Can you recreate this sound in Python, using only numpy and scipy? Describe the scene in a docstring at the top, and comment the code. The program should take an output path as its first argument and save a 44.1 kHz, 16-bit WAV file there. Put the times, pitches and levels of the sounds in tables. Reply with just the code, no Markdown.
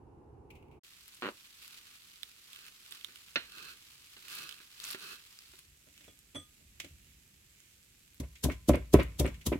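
"""Distant garden rumble (tinted noise) with faint clicks ends at 0.8 s; after a short gap hiss and low rumble begin.
A knife skids (stick-slip bursts), knocks on a wooden board (modes) and slices leaves (grainy noise, snaps).
A brass mortar is bumped while being filled with garlic: bare brass modes ring, the table knocks.
From 8.2 s a pestle pounds: each stroke crushes garlic (noise burst) and thumps the table (bending modes);
the mortar rocks back with a rattle. Short reflections follow the mortar sounds."""
import sys
import numpy as np
from scipy import signal
from scipy.fft import rfft, irfft
from scipy.io import wavfile

SR = 44100
rng = np.random.default_rng(int(sys.argv[2]) if len(sys.argv) > 2 else 0)


def log_audio(samples):
    """Write samples as a 16-bit WAV file to the path given in sys.argv[1]."""
    # one column per channel
    frames = np.atleast_2d(samples).T
    # limit to full scale, then quantise
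    limited = np.clip(frames, -1, 1)
    pcm = np.round(limited * 32767).astype(np.int16)
    wavfile.write(sys.argv[1], SR, pcm)


N = 422919
T = np.arange(N) / SR

# All dB are relative unless noted. A *_COLOUR lists (frequency [Hz], density [dB per Hz]).

# pestle strokes: (bottom hit [s], garlic gives before that [s], crush [dB], crush t60 [s], table sway [dB],
#   first touch [dB], knock [dB], clack [dB], clatter [dB], thud [dB], thud frequency [Hz], thud t60 [s])
STROKES = [(8.2015, .00111, -34.5, .05, -31, -50, -32, -42, -42, -32, 270, .06),
           (8.444, .00523, -20, .062, -22, -36, -23, -36, -26, -26, 270, .05),
           (8.6946, .0095, -21, .045, -16, -16, -7, -24, -18, -10, 300, .05),
           (8.9423, .0074, -19.5, .04, -14, -23, -7.5, -17, -14, -1, 385, .022),
           (9.201, .005, -20, .045, -19, -35, -25, -34, -25, -27, 370, .09),
           (9.469, .004, -20.5, .06, -24, -33, -31, -39, -30, -27, 260, .09)]
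CRUSH_COLOUR = [(300, 9), (1300, -10), (2400, -9.5), (3300, 1), (5000, -3), (6500, 0.5), (9000, -3),
                (12000, -1.5), (16000, -11)]
CRUSH_RISE_MAX_S = .0042
TOUCH_T60_S = .06  # cushioned touch on the garlic
# faint ring lingering in the brass: (frequency [Hz], level [dB], t60 [s])
AFTER_RING = [(1023, 0, .45), (2620, -6, .3), (3435, -9, .4)]
AFTER_RING_DB = -32  # against the crush
SHUDDER_DB, SHUDDER_T60_S = -29.5, 1.23  # low tremble left in the table, against its sway


def strokes():
    """Garlic cushions the pestle, is crushed, then passes the blow on to brass and table."""
    out, shudder_gain = np.zeros((2, N)), np.zeros(N)
    for (s, give_s, crush_db, crush_t60, sway_db, touch_db, knock_db,
         clack_db, clatter_db, thud_db, thud_hz, thud_t60) in STROKES:
        start, crush = burst(s - give_s / 2, crush_db, CRUSH_COLOUR, min(give_s, CRUSH_RISE_MAX_S),
                             crush_t60, tail_db=-39.5, tail_t60=.41, grain_db=1)
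        add(out, start, crush * pan(1.3))
        add(out, s - give_s / 2, table_sway(sway_db, scatter_db=.7, detune=.01))
        add(out, s - give_s, thud(touch_db, thud_hz, TOUCH_T60_S))
        add(out, s, knock(knock_db))
        add(out, s, thud(thud_db, thud_hz, thud_t60))
        after_ring = ring(AFTER_RING, detune=0, scatter_db=2, ears_db=2)
        add(out, s, from_db(crush_db + AFTER_RING_DB) * after_ring)
        add(out, *clatter(s, clatter_db))
        # the pestle gets through the garlic to the brass
        add(out, *burst(s + .003, clack_db, RATTLE_COLOUR, rise=.003, t60=.09, tail_db=-19, tail_t60=.25,
                        tilt_db=-2.5, grain_db=2))
        decay_db = -60 * np.maximum(T - s, 0) / SHUDDER_T60_S
        shudder_gain += (T > s) * from_db(sway_db + SHUDDER_DB + decay_db)
    return out, shudder_gain * tint(noise(N), RUMBLE_COLOUR)


# knocks after first touch, from late pestle hits, bounces and the mortar rocking back:
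#   (time [s], knock [dB], thud [dB], thud frequency [Hz])
LATER_KNOCKS = [(8.231, -38, -46, 560), (8.459, -29, -36, 600), (8.47, -36, -29, 300),
                (8.487, -26, -31, 600), (8.509, -35, -32, 280), (8.742, -17.5, -24, 560),
                (8.769, -31, -36, 500), (8.991, -20, -21.5, 560), (9.208, -23, -29, 540),
                (9.22, -28, -31, 585), (9.247, -20, -32, 560), (9.28, -31, -36, 570),
                (9.519, -15.5, -29, 380), (9.555, -33, -25, 285)]
LATER_HARDNESS, LATER_T60_S = .9, .055  # knock cut-off ratio to the strokes'; thud decay
LATER_CLATTER_DB = -6.5  # against its knock


def later_knocks():
    """Late pestle hits, bounces and the rocking mortar knock, thud and shake the table things."""
    out = np.zeros((2, N))
    for s, knock_db, thud_db, thud_hz in LATER_KNOCKS:
        add(out, s, knock(knock_db, LATER_HARDNESS))
        add(out, s, thud(thud_db, thud_hz, LATER_T60_S))
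        add(out, *clatter(s, knock_db + LATER_CLATTER_DB))
    return out


# mortar chatters, brass on brass: (time [s], level [dB])
RATTLES = [(8.236, -48), (8.497, -29), (8.507, -35), (8.736, -29), (8.745, -29.5), (8.751, -28),
           (8.988, -30), (8.997, -23), (9.005, -28), (9.022, -35), (9.247, -34), (9.257, -27), (9.525, -30),
           (9.532, -34)]
RATTLE_COLOUR = [(300, 7.5), (800, -12.5), (1050, -2), (1300, -1.5), (1650, -5), (1900, -3.5), (2220, 3.5),
                 (2600, -1.5), (3100, -9), (4200, -15), (6500, -30), (12000, -29.5), (16000, -35)]
RATTLE_TAIL_T60_S = .48
# mortar wall, damped by the holding hand: (frequency [Hz], level [dB], t60 [s])
HELD_BRASS = [(1450, -6, .14), (1519, -6, .17), (1606, -6, .2), (1850, -4, .18), (1912, -3, .18),
              (2060, -1, .2), (2186, 2, .18), (2430, -4, .18), (2730, -4, .12), (2881, -8, .17),
              (3419, -11, .2)]
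WALL_RING_DB = -7  # against the rattle


def rattles():
    """The rocking mortar's grainy chatter, with its hand-damped wall ringing."""
    out = np.zeros((2, N))
    for s, db in RATTLES:
        add(out, *burst(s, db, RATTLE_COLOUR, rise=.0016, t60=.07, tail_db=-20,
                        tail_t60=RATTLE_TAIL_T60_S, grain_db=3))
        wall = ring(HELD_BRASS, detune=.001, sign=-1, scatter_db=2, ears_db=2)
        add(out, s, from_db(db + WALL_RING_DB) * wall * pan(-3))
    return out


# lifted pestle scuffs the wall: (time [s], peak [dB])
SCUFFS = [(8.356, -45), (8.518, -39), (9.026, -41), (9.276, -38), (9.344, -47), (9.413, -46)]
SCRAPE_COLOUR = [(300, -15), (1000, -16), (1500, -10), (2200, 3), (3300, -1.5), (4500, -9.5), (7000, -7.5),
                 (10000, -16.5), (16000, -17.5)]


def scuffs():
    """Brief friction noise of the pestle along the wall."""
    out = np.zeros((2, N))
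    for s, db in SCUFFS:
        add(out, *burst(s, db, SCRAPE_COLOUR, rise=.0023, t60=.1, tail_db=-14, tail_t60=.2))
    return out


def pounding():
    """Pestle blows drive crush, table, later knocks and rattles; a low shudder remains in the table."""
    blows, shudder = strokes()
    return butter(blows + later_knocks() + rattles() + scuffs(), 40, "high") + shudder


# slow bending of the table: (frequency [Hz], level [dB], t60 [s])
SWAY_MODES = [(46, -10, 0.27), (58.09, -1.5, 0.53), (68.73, 7.5, 0.2814), (99.47, -5, 0.35),
              (125.7, -1.5, 0.2), (154.23, -5, 0.32)]


def table_sway(db, scatter_db, detune):
    """Opposed bending modes start from rest and beat, so the boom swells after the blow."""
    bending = ring(SWAY_MODES, detune, sign=-1, scatter_db=scatter_db, ears_db=2)
    return 2 * from_db(db) * butter(bending, 288, "low")


# ring of the table top under the mortar: (frequency [Hz], level [dB], t60 [s])
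TABLE_MODES = [(143, -7, .1), (188, -16, .27), (260, -6, .13), (288, -7, .17), (324, 0, .09),
               (377, -1, .17), (515, 1.5, .06), (586, 3, .078), (672, -5, .045), (860, -12, .1),
               (1000, 2, .058), (1115, -6, .09), (1277, -7, .09), (1680, -4, .08)]
CONTACT_HZ, CONTACT_DB_PER_OCTAVE = 950, 23  # cut-off of a 0 dB knock; its growth with level


def knock(db, hardness=1):
    """The table top rings; a weak or cushioned contact takes away the high modes."""
    top = ring(TABLE_MODES, detune=.007, scatter_db=2, ears_db=2)
    cutoff_hz = hardness * CONTACT_HZ * 2 ** (db / CONTACT_DB_PER_OCTAVE)
    return 2 * from_db(db) * butter(top, cutoff_hz, "low", order=3)


def thud(db, hz, t60):
    """A weight lands: a few dull cycles, their pitch set by where and how it lands."""
    t = T[:SR // 5]
    cycles = from_db(db - 60 * t / t60) * np.sin(2 * np.pi * hz * t)
    return butter(cycles, 2 * hz, "low", order=3)


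CLATTER_COLOUR = [(60, -14.5), (140, -1.5), (190, 0), (250, 10.5), (380, 3.5), (470, -1), (590, -3),
                  (700, -9), (790, -15.5), (1000, -11), (1200, -21.5), (1500, -23), (1900, -22),
                  (3000, -28), (6000, -59)]


def clatter(s, db):
    """Board, cloth and dishes are shaken for a moment after a knock."""
    return burst(s + .004046, db, CLATTER_COLOUR, rise=.00206, t60=.1122, tail_db=-29.5, tail_t60=.2,
                 width=.86)


# mortar bumped while being filled: (time [s], brass ring [dB], dull bump [dB], scrape [dB])
BUMPS = [(5.869, -81.5, -56, -58), (6.007, -73, -61, -48.5), (6.04, -72, -62, -48.5),
         (6.078, -54, -50, -52), (6.346, -46, -44, -46), (6.353, -35.5, -37, -43), (6.36, -34, -39, -50),
         (6.605, -85, -62, -62), (6.799, -58, -60, -28), (6.838, -75, -48, -58), (6.844, -67.5, -47, -40)]
BUMP_COLOUR = [(50, -15.5), (85, 4), (120, -3), (155, 0), (200, -9), (275, 5), (400, -7.5), (580, -7),
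               (900, -22), (2000, -18), (8000, -68)]
BUMP_KNOCK_DB, BUMP_HARDNESS = -7, 3.2  # table ring against the bump; cut-off ratio
# bare brass: (frequency [Hz], level [dB], t60 [s])
BARE_BRASS = [(1226, -14, .27), (1960, -21, .22), (3164, -23, .2), (3324, -12, .12), (3362, 0, .16),
              (3419, -9, .24), (6005, -27, .2), (6089, -24, .26), (8071, -10, .21), (8110, -13, .24),
              (9150, -21, .1), (9733, -30, .2)]
# arms nudge the table: (time [s], level [dB])
NUDGES = [(5.48, -59), (5.67, -60), (5.72, -60), (6.08, -62), (6.65, -58), (6.75, -57), (6.91, -52),
          (6.96, -56), (7.07, -57)]
# sleeves and fingers: (start [s], length [s], rise by 20 dB [s], fall by 20 dB [s], level [dB])
RUSTLES = [(5.98, 0.095, .22, 0.12, -63.5), (6.81, 0.074, .1, 0.11, -66), (7.07, 0.047, .22, 0.1, -66.5),
           (7.6, 0.145, .22, 0.03, -68)]


def filling():
    """Bumps set the bare brass ringing and knock on the table, which arms nudge; hands rustle over it."""
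    out = np.zeros((2, N))
    for s, ring_db, bump_db, scrape_db in BUMPS:
        brass = ring(BARE_BRASS, detune=0, sign=-1, scatter_db=1.5, ears_db=2)
        onset = np.minimum(T[:brass.shape[1]] / .00067, 1)
        add(out, s, 2 * from_db(ring_db) * brass * onset)
        add(out, *burst(s + .002937, bump_db, BUMP_COLOUR, rise=.003, t60=.12, tail_db=-19.5, tail_t60=.298))
        add(out, s, knock(bump_db + BUMP_KNOCK_DB, BUMP_HARDNESS))
        start, scrape = burst(s + .0022, scrape_db, SCRAPE_COLOUR, rise=.0012, t60=.04,
                              tail_db=-15, tail_t60=.22, grain_db=2)
        add(out, start, scrape * pan(-3))
    for s, db in NUDGES:
        add(out, s, table_sway(db, scatter_db=3, detune=.04))
    rustle = tint(noise(N, grain_db=3), SCRAPE_COLOUR, tilt_db=2.5)
    return out + swells(RUSTLES) * rustle * pan(-4)


def knife():
    """The blade skids, knocks on the board and rubs its resonances while leaves crunch."""
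    blows = skid() * pan(-1.23) + chops() * pan(-5.5)
    return butter(blows, 83, "high", order=3) + rubbing() + leaves()


SKID_COLOUR = [(100, -13), (170, -7), (230, 4), (400, 1), (560, 1.5), (680, -7), (900, -2), (1200, 1.5),
               (1650, -1), (2050, -7), (2750, -2.5), (3400, -12), (4300, -10.5), (4900, -26), (16000, -48)]
SKID_START_S, SKID_END_S = 1.2225, 1.29
SLIP_GAP_S, SLIP_SLOWING = .0084, .028  # first gap; share of it added per slip
SLIP_DB, SLIP_T60_S, SLIP_RING_DB = -23.5, .05, -37  # mean peak, decay, board ring
SKID_TILT_DB, SKID_DULLING_DB = .8, -.28  # brightness per octave at first; its change per slip


def skid():
    """The blade sticks and slips, with gaps tending to lengthen and each gritty slip duller than the last."""
    out, s = np.zeros((2, N)), SKID_START_S
    for k, (uneven, jitter) in enumerate(rng.standard_normal((20, 2))):
        if s < SKID_END_S:
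            tilt_db = SKID_TILT_DB + SKID_DULLING_DB * k
            add(out, *burst(s, SLIP_DB + 1.5 * uneven, SKID_COLOUR, .000176, SLIP_T60_S, tail_db=-16,
                            tail_t60=.22, tilt_db=tilt_db, grain_db=1.5, click=.95, width=.98))
            add(out, s, board_ring(SLIP_RING_DB, -2))
        s += SLIP_GAP_S * (1 + SLIP_SLOWING * k + .05 * jitter)
    return out


# blade lands on the board: (time [s], peak [dB], t60 [s], brightness [dB per octave], board thud [dB])
CHOPS = [(3.085, -46.5, 0.134, -0.5, -62), (3.358, -16, 0.042, 3.5, -42), (3.37, -27, 0.023, -1, -50),
         (4.166, -45, 0.074, 1, -58), (4.602, -45.5, 0.068, 1, -62), (4.946, -33, 0.05, 0, -44),
         (5.535, -50, .05, -1, -58)]
BOARD_COLOUR = [(100, -13), (220, -.5), (370, 1), (560, -3.5), (780, -11.5), (940, -6), (1080, -6.5),
                (1480, 3.5), (1900, 2), (2200, -1.5), (2700, 3.5), (3500, -6), (4200, 0.5), (4800, -18.5),
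                (6000, -20), (7000, -39), (16000, -53.5)]
BOARD_THUD_HZ, BOARD_THUD_T60_S = 380, .07
CHOP_RING_DB = -3  # board ring against the dry crack


def chops():
    """The blade's dry crack excites the board's thud and modes."""
    out = np.zeros((2, N))
    for s, db, t60, tilt_db, thud_db in CHOPS:
        add(out, s, thud(thud_db, BOARD_THUD_HZ, BOARD_THUD_T60_S))
        add(out, s, board_ring(db + CHOP_RING_DB, tilt_db))
        add(out, *burst(s, db, BOARD_COLOUR, rise=.00007, t60=t60, tail_db=-16, tail_t60=.3,
                        tilt_db=tilt_db, click=.424, width=.454))
    return out


# wooden board: (frequency [Hz], level [dB], t60 [s])
BOARD_MODES = [(372, -3, .13), (668, -6, .08), (1402, -1, .1), (1522, 0, .085), (1690, -6, .06),
               (1912, -1, .075), (2071, -5, .06), (2425, -11, .1), (2615, -8, .1), (2730, -9, .1),
               (3035, -11, .06), (3920, -10, .06), (4115, -10, .07)]


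def board_ring(db, tilt_db):
    """The struck board's modes, tilted per octave by the hardness of the blow."""
    modes = [(hz, level + tilt_db * np.log2(hz), t60) for hz, level, t60 in BOARD_MODES]
    return from_db(db) * ring(modes, detune=.002, sign=-1, scatter_db=1, ears_db=2)


# knife strokes through leaves: (start [s], length [s], rise by 20 dB [s], fall by 20 dB [s],
#   crunch [dB], blade rubbing [dB])
SLICES = [(1.623, .16, .08, .05, -64, -72), (1.88, .06, .16, .2, -67, -73), (2.55, .14, .08, .02, -65, -68),
          (2.915, .04, .1, .17, -61, -68), (3.57, .141, .13, .07, -60, -57),
          (4.325, .045, .13, .15, -51, -57), (4.39, .06, .05, .2, -58, -56),
          (4.85, .095, .1, .025, -51, -61), (5.03, .1, .12, .09, -55, -55)]
# blade and board resonances: (frequency [Hz], width per filter pass [Hz], level [dB])
RUB_RESONANCES = [(170, 128, -9), (375.5, 225, -9.5), (1216.4, 178, -3), (1447, 215, -2), (1617, 215, -3),
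                  (2621, 185, 2.5), (3074, 164, -5.5), (4165, 690, -4)]


def rubbing():
    """Grainy drag of the blade excites resonances of blade and board."""
    rub, drag = np.zeros((2, N)), noise(N, grain_db=2, width=.8)
    for k, (hz, width_hz, db) in enumerate(RUB_RESONANCES):
        peak = signal.iirpeak(hz, hz / width_hz, fs=SR)
        shifted = np.roll(drag, k * SR, axis=1)  # unrelated noise for each resonance
        once = signal.lfilter(*peak, shifted)
        rub += from_db(db) * signal.lfilter(*peak, once)
    pressing = swells([(*timing, db) for *timing, _, db in SLICES])
    return from_db(5) * pressing * rub / np.std(rub) * pan(-5.5)


# hand gathers leaves: (start [s], length [s], rise by 20 dB [s], fall by 20 dB [s], level [dB])
GATHERING = [(0.842, 4.74, .13, 0.1334, -65)]
LEAF_COLOUR = [(380, -13), (650, -17), (1200, -2), (1800, -2), (2700, 3.5), (4500, 2.5), (6500, -3.5),
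               (8200, -4.5), (10000, -5), (12500, -5), (16000, -10.5)]


def leaves():
    """Cut and gathered leaves crunch in fine grains and uneven ticks."""
    friction = .7 * noise(N, grain_db=2.4, width=.8) + .7 * crackle(per_s=330, spread_db=3.6)
    cuts = [(*timing, db) for *timing, db, _ in SLICES]
    cutting = swells(cuts + GATHERING) * (T > TABLE_START_S)
    return from_db(6.5) * cutting * tint(friction, LEAF_COLOUR) * pan(-1.5)


def crackle(per_s, spread_db):
    """Lone ticks of very uneven size at random moments; about unit rms."""
    sizes = from_db(spread_db * np.minimum(rng.exponential(1, N), 3))
    ticks = (rng.random(N) < per_s / SR) * sizes
    decay = np.exp(-1 / (.002 * SR))
    envelope = np.sqrt(signal.lfilter([1], [1, -decay], ticks ** 2 + 1e-18))
    return noise(N, width=.97) * envelope / np.sqrt(np.mean(envelope ** 2))


# loud snaps of stems and garlic skin:
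#   (time [s], crack level before its resonance [dB], centre [Hz], left-right [dB])
SNAPS = [(1.0799, -38, 13000, 0), (1.1468, -41, 9000, 0), (1.6257, -39, 2600, -1), (1.6471, -39, 2600, 0.5),
         (1.6791, -38, 11400, 1.5), (1.7773, -39, 2500, 0), (2.2324, -26, 3740, -7),
         (2.5318, -32.5, 3390, -8.5), (2.5608, -36.5, 2970, -9.5), (2.59, -39, 3360, -4),
         (2.6654, -36, 2950, 0), (2.683, -38, 3000, -5), (2.8629, -39, 2900, -3), (2.91, -37, 9000, 0),
         (3.011, -38, 2960, -7), (3.5209, -37, 4090, 0), (4.2243, -40, 2600, -1), (4.353, -33, 12000, 2),
         (4.5836, -41, 2620, 1), (2.923, -27.5, 3740, -7.5), (3.046, -31.5, 3660, -20),
         (3.1584, -35, 3300, -7), (3.5831, -37, 2600, -13), (4.2827, -32.5, 2985, -9),
         (4.4918, -31.5, 3310, -13), (4.511, -38, 3200, -12), (4.525, -36, 3000, -12),
         (4.801, -30.5, 4300, 7), (4.8409, -26, 7000, 1.5), (4.851, -35, 12000, 1), (4.888, -34, 11500, 0),
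         (4.904, -27, 4570, -1), (4.911, -29, 11500, 0), (4.932, -30, 4300, -2), (4.997, -38, 4000, -4),
         (5.389, -36.5, 5130, -0.5), (5.5909, -40, 9600, 0), (5.9781, -40, 2780, -6),
         (6.1905, -45, 9200, -1), (7.6033, -47, 6700, -4), (8.145, -46, 14000, 0), (8.757, -32, 9000, 0),
         (9.033, -37, 11500, 2), (9.2645, -36, 9000, 2)]
SNAP_COLOUR = [(300, -11.5), (800, -17.5), (1300, -2), (3500, 1), (6000, -5.5), (12000, -1), (16000, -11)]
# small stems at random: rate, then centres of the random ranges
TICKS_PER_S, TICK_DB, TICK_HZ, TICK_PAN_DB = 6, -47, 3390, -4.5


def snaps():
    """Each snap is a short crack with one resonance; small ones tick at random during the gathering."""
    out, (first, length, *_) = np.zeros((2, N)), GATHERING[0]
    ticks = []
    for when, size, pitch, side in rng.uniform(-1, 1, (round(TICKS_PER_S * length), 4)):
        ticks.append((first + length * (when + 1) / 2, TICK_DB + 2 * size,
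                      TICK_HZ * 2 ** (pitch / 2), TICK_PAN_DB + 7 * side))
    for s, db, hz, pan_db in SNAPS + ticks:
        start, crack = burst(s, db, SNAP_COLOUR, rise=.0003, t60=.008, tail_db=-19, tail_t60=.1,
                             click=.6, width=.6)
        tone = signal.lfilter(*signal.iirpeak(min(hz, .4 * SR), 5, fs=SR), crack)
        add(out, start, (.52 * crack + 2.2 * tone) * pan(pan_db))
    return out


def awning(x, t60=.2395):
    """Short scattered reflections from the table things and the shelter, different at each ear."""
    t = T[:SR // 3]
    scatter = butter(rng.standard_normal((2, len(t))), 486, "high")
    echoes = scatter * from_db(-60 * t / t60) * (t > .002)
    echoes /= np.linalg.norm(echoes, axis=1, keepdims=True)
    return signal.oaconvolve(x, echoes, axes=1)[:, :N]


GARDEN_COLOUR = [(18, -37.5), (30, -14), (69, 2), (142, -5), (182, -12), (397, -5.5), (623, -23),
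                 (821, -13), (1290, -30.5), (1660, -38), (1970, -43.5), (2290, -43.5), (2870, -42),
                 (3180, -51.5), (12000, -54), (15600, -95.5), (22000, -120)]
GARDEN_DB, GARDEN_END_S = -53.5, .797
# far clicks: (time [s], peak [dB], t60 [s])
FAR_CLICKS = [(.504, -46, .045), (.509, -50, .03), (.553, -53.5, .1), (.627, -57, .015), (.684, -62, .015),
              (.713, -60, .3)]
FAR_CLICK_COLOUR = [(1700, -30), (2200, 1), (2750, 0), (3300, -14), (5000, -21), (14000, -23.5)]


def garden():
    """Distant rumble as tinted noise, with faint far clicks; ends in a short fade."""
    out = from_db(GARDEN_DB) * tint(noise(N), GARDEN_COLOUR) * pan(-2.1)
    for s, db, t60 in FAR_CLICKS:
        add(out, *burst(s, db, FAR_CLICK_COLOUR, rise=.0008, t60=t60, tail_db=-13, tail_t60=.547))
    return out * np.clip((GARDEN_END_S - T) / .0164, 0, 1)


HISS_COLOUR = [(100, -1.5), (350, -.5), (600, -12), (1000, -12), (1400, -7), (2000, -3.5), (2600, -.5),
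               (3200, -3), (5500, -5), (7800, -2), (9500, -7.5), (12500, -4.5), (16000, -15)]
# low rumble of handling at the table: (time [s], level before RUMBLE_GAIN_DB [dB])
HANDLING_RUMBLE = [(0.84, -78), (2.96, -80), (3.47, -74), (4.54, -80), (5.4, -78), (6.7, -69), (7.05, -67),
                   (7.59, -73), (8.1, -72.5)]
RUMBLE_COLOUR = [(20, -21.5), (55, 1.5), (90, -2.5), (130, -4.5), (200, -9), (350, -23.5), (700, -35),
                 (2000, -58)]
RUMBLE_GAIN_DB, TABLE_START_S = 4.5, .835


def hiss_and_handling():
    """Thin grainy hiss over the low rumble of handling at the table, changing in level."""
    hiss = from_db(-64) * tint(noise(N, grain_db=1.7747), HISS_COLOUR) * pan(-2.9)
    times, levels_db = np.transpose(HANDLING_RUMBLE)
    rumble = from_db(np.interp(T, times, levels_db) + RUMBLE_GAIN_DB) * tint(noise(N), RUMBLE_COLOUR)
    return (hiss + rumble) * (T > TABLE_START_S)


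def from_db(db):
    """Decibels to gain."""
    return np.exp(np.asarray(db) * (np.log(10) / 20))


def butter(x, hz, kind, order=2):
    """Low- or high-pass."""
    return signal.sosfilt(signal.butter(order, min(hz, .45 * SR), kind, fs=SR, output="sos"), x)


def tint(x, spectrum, tilt_db=0, size=4096):
    """Causal (minimum-phase) filter of unit power with the given spectrum, tilted per octave."""
    hz, db = np.transpose(spectrum)
    octave = np.log2(np.maximum(np.arange(size // 2 + 1) * SR / size, 10))
    gain = from_db(np.interp(octave, np.log2(hz), db) + tilt_db * octave)
    cepstrum = irfft(np.log(gain))
    causal = 2 * cepstrum[:size // 2] * (np.arange(size // 2) > 0)
    response = irfft(np.exp(rfft(causal, size)))
    return signal.oaconvolve(x, response[None] / np.linalg.norm(response))[:, :x.shape[1]]


def noise(size, grain_db=0, width=1):
    """Stereo noise, alike in the bass, apart in the treble; grain_db breaks it into half-ms grains."""
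    mid, side = rng.standard_normal((2, size))
    grain_gains = from_db(grain_db * np.minimum(rng.exponential(1, size // 24 + 1), 6))
    grains = np.repeat(grain_gains, 24)[:size]
    stereo = mid + width * butter(side, 620, "high", order=1) * [[1], [-1]]
    return stereo * grains / np.sqrt((1 + width ** 2) * np.mean(grains ** 2))


def pan(db):
    """Left and right gains for a level difference."""
    return from_db(np.array([[db], [-db]]) / 2)


def add(out, s, sound):
    """Mix a sound in from time s."""
    at = round(s * SR)
    out[:, at:at + sound.shape[-1]] += sound[..., :N - at]


def swells(rows):
    """Gain curve of gestures that rise, hold and fall; their powers add."""
    t, power = T[::64], 0
    for s, length, attack_s, release_s, db in rows:
        outside = np.maximum(s - t, 0) / attack_s + np.maximum(t - s - length, 0) / release_s
        power = power + from_db(db - 20 * np.minimum(outside, 10)) ** 2
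    return np.interp(T, t, np.sqrt(power))


def burst(s, db, colour, rise, t60, tail_db, tail_t60, tilt_db=0, grain_db=0, click=0, width=1):
    """Tiny contacts swell to time s, die and leave a tail; click adds one blow. Gives (start s, sound)."""
    lead_s = .03
    t = T[:round(SR * (lead_s + min(max(t60, tail_t60), .3)))] - lead_s
    after = np.maximum(t, 0)
    decay = from_db(-60 * after / t60) + from_db(tail_db - 60 * after / tail_t60)
    shape = np.exp(np.minimum(t, 0) / rise) * decay
    force = noise(len(t), grain_db, width) * shape
    force[:, round(lead_s * SR)] += click * np.linalg.norm(shape)
    sound = tint(force, colour, tilt_db)
    peak = np.mean(np.sort(np.abs(sound))[:, -4:])
    return s - lead_s, from_db(db) * sound / peak


def ring(modes, detune, sign=1, scatter_db=0, ears_db=0):
    """Struck modes, varied at random by spot struck and grip; sign -1 alternates their polarity."""
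    hz, db, t60 = np.transpose(modes)
    strength, side, shift = rng.standard_normal((len(hz), 3)).T
    t = T[:round(SR * t60.max())]
    tuned_hz = hz * (1 + detune * shift)
    waves = from_db(-60 * t / t60[:, None]) * np.cos(2 * np.pi * tuned_hz[:, None] * t)
    polarity = sign ** np.arange(len(hz))
    gains = polarity * from_db(db + scatter_db * strength + ears_db * side * [[.5], [-.5]])
    return gains @ waves / from_db(db).sum()


def scene():
    """All the work at the table, the mortar's reflections, the garden and the hiss."""
    mortar = pounding() + filling()
    left, right = knife() + snaps()
    board = np.array([left, np.roll(right, round(.00013 * SR))])  # board lies a little to the left
    return mortar + from_db(-12.3) * awning(mortar) + board + garden() + hiss_and_handling()


CUTOFF_HZ = 16200


def record(dry):
    """The top of the treble is cut off."""
    return signal.sosfilt(signal.ellip(10, .1, 80, CUTOFF_HZ, fs=SR, output="sos"), dry)


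dry = scene()
out = record(dry)
log_audio(out)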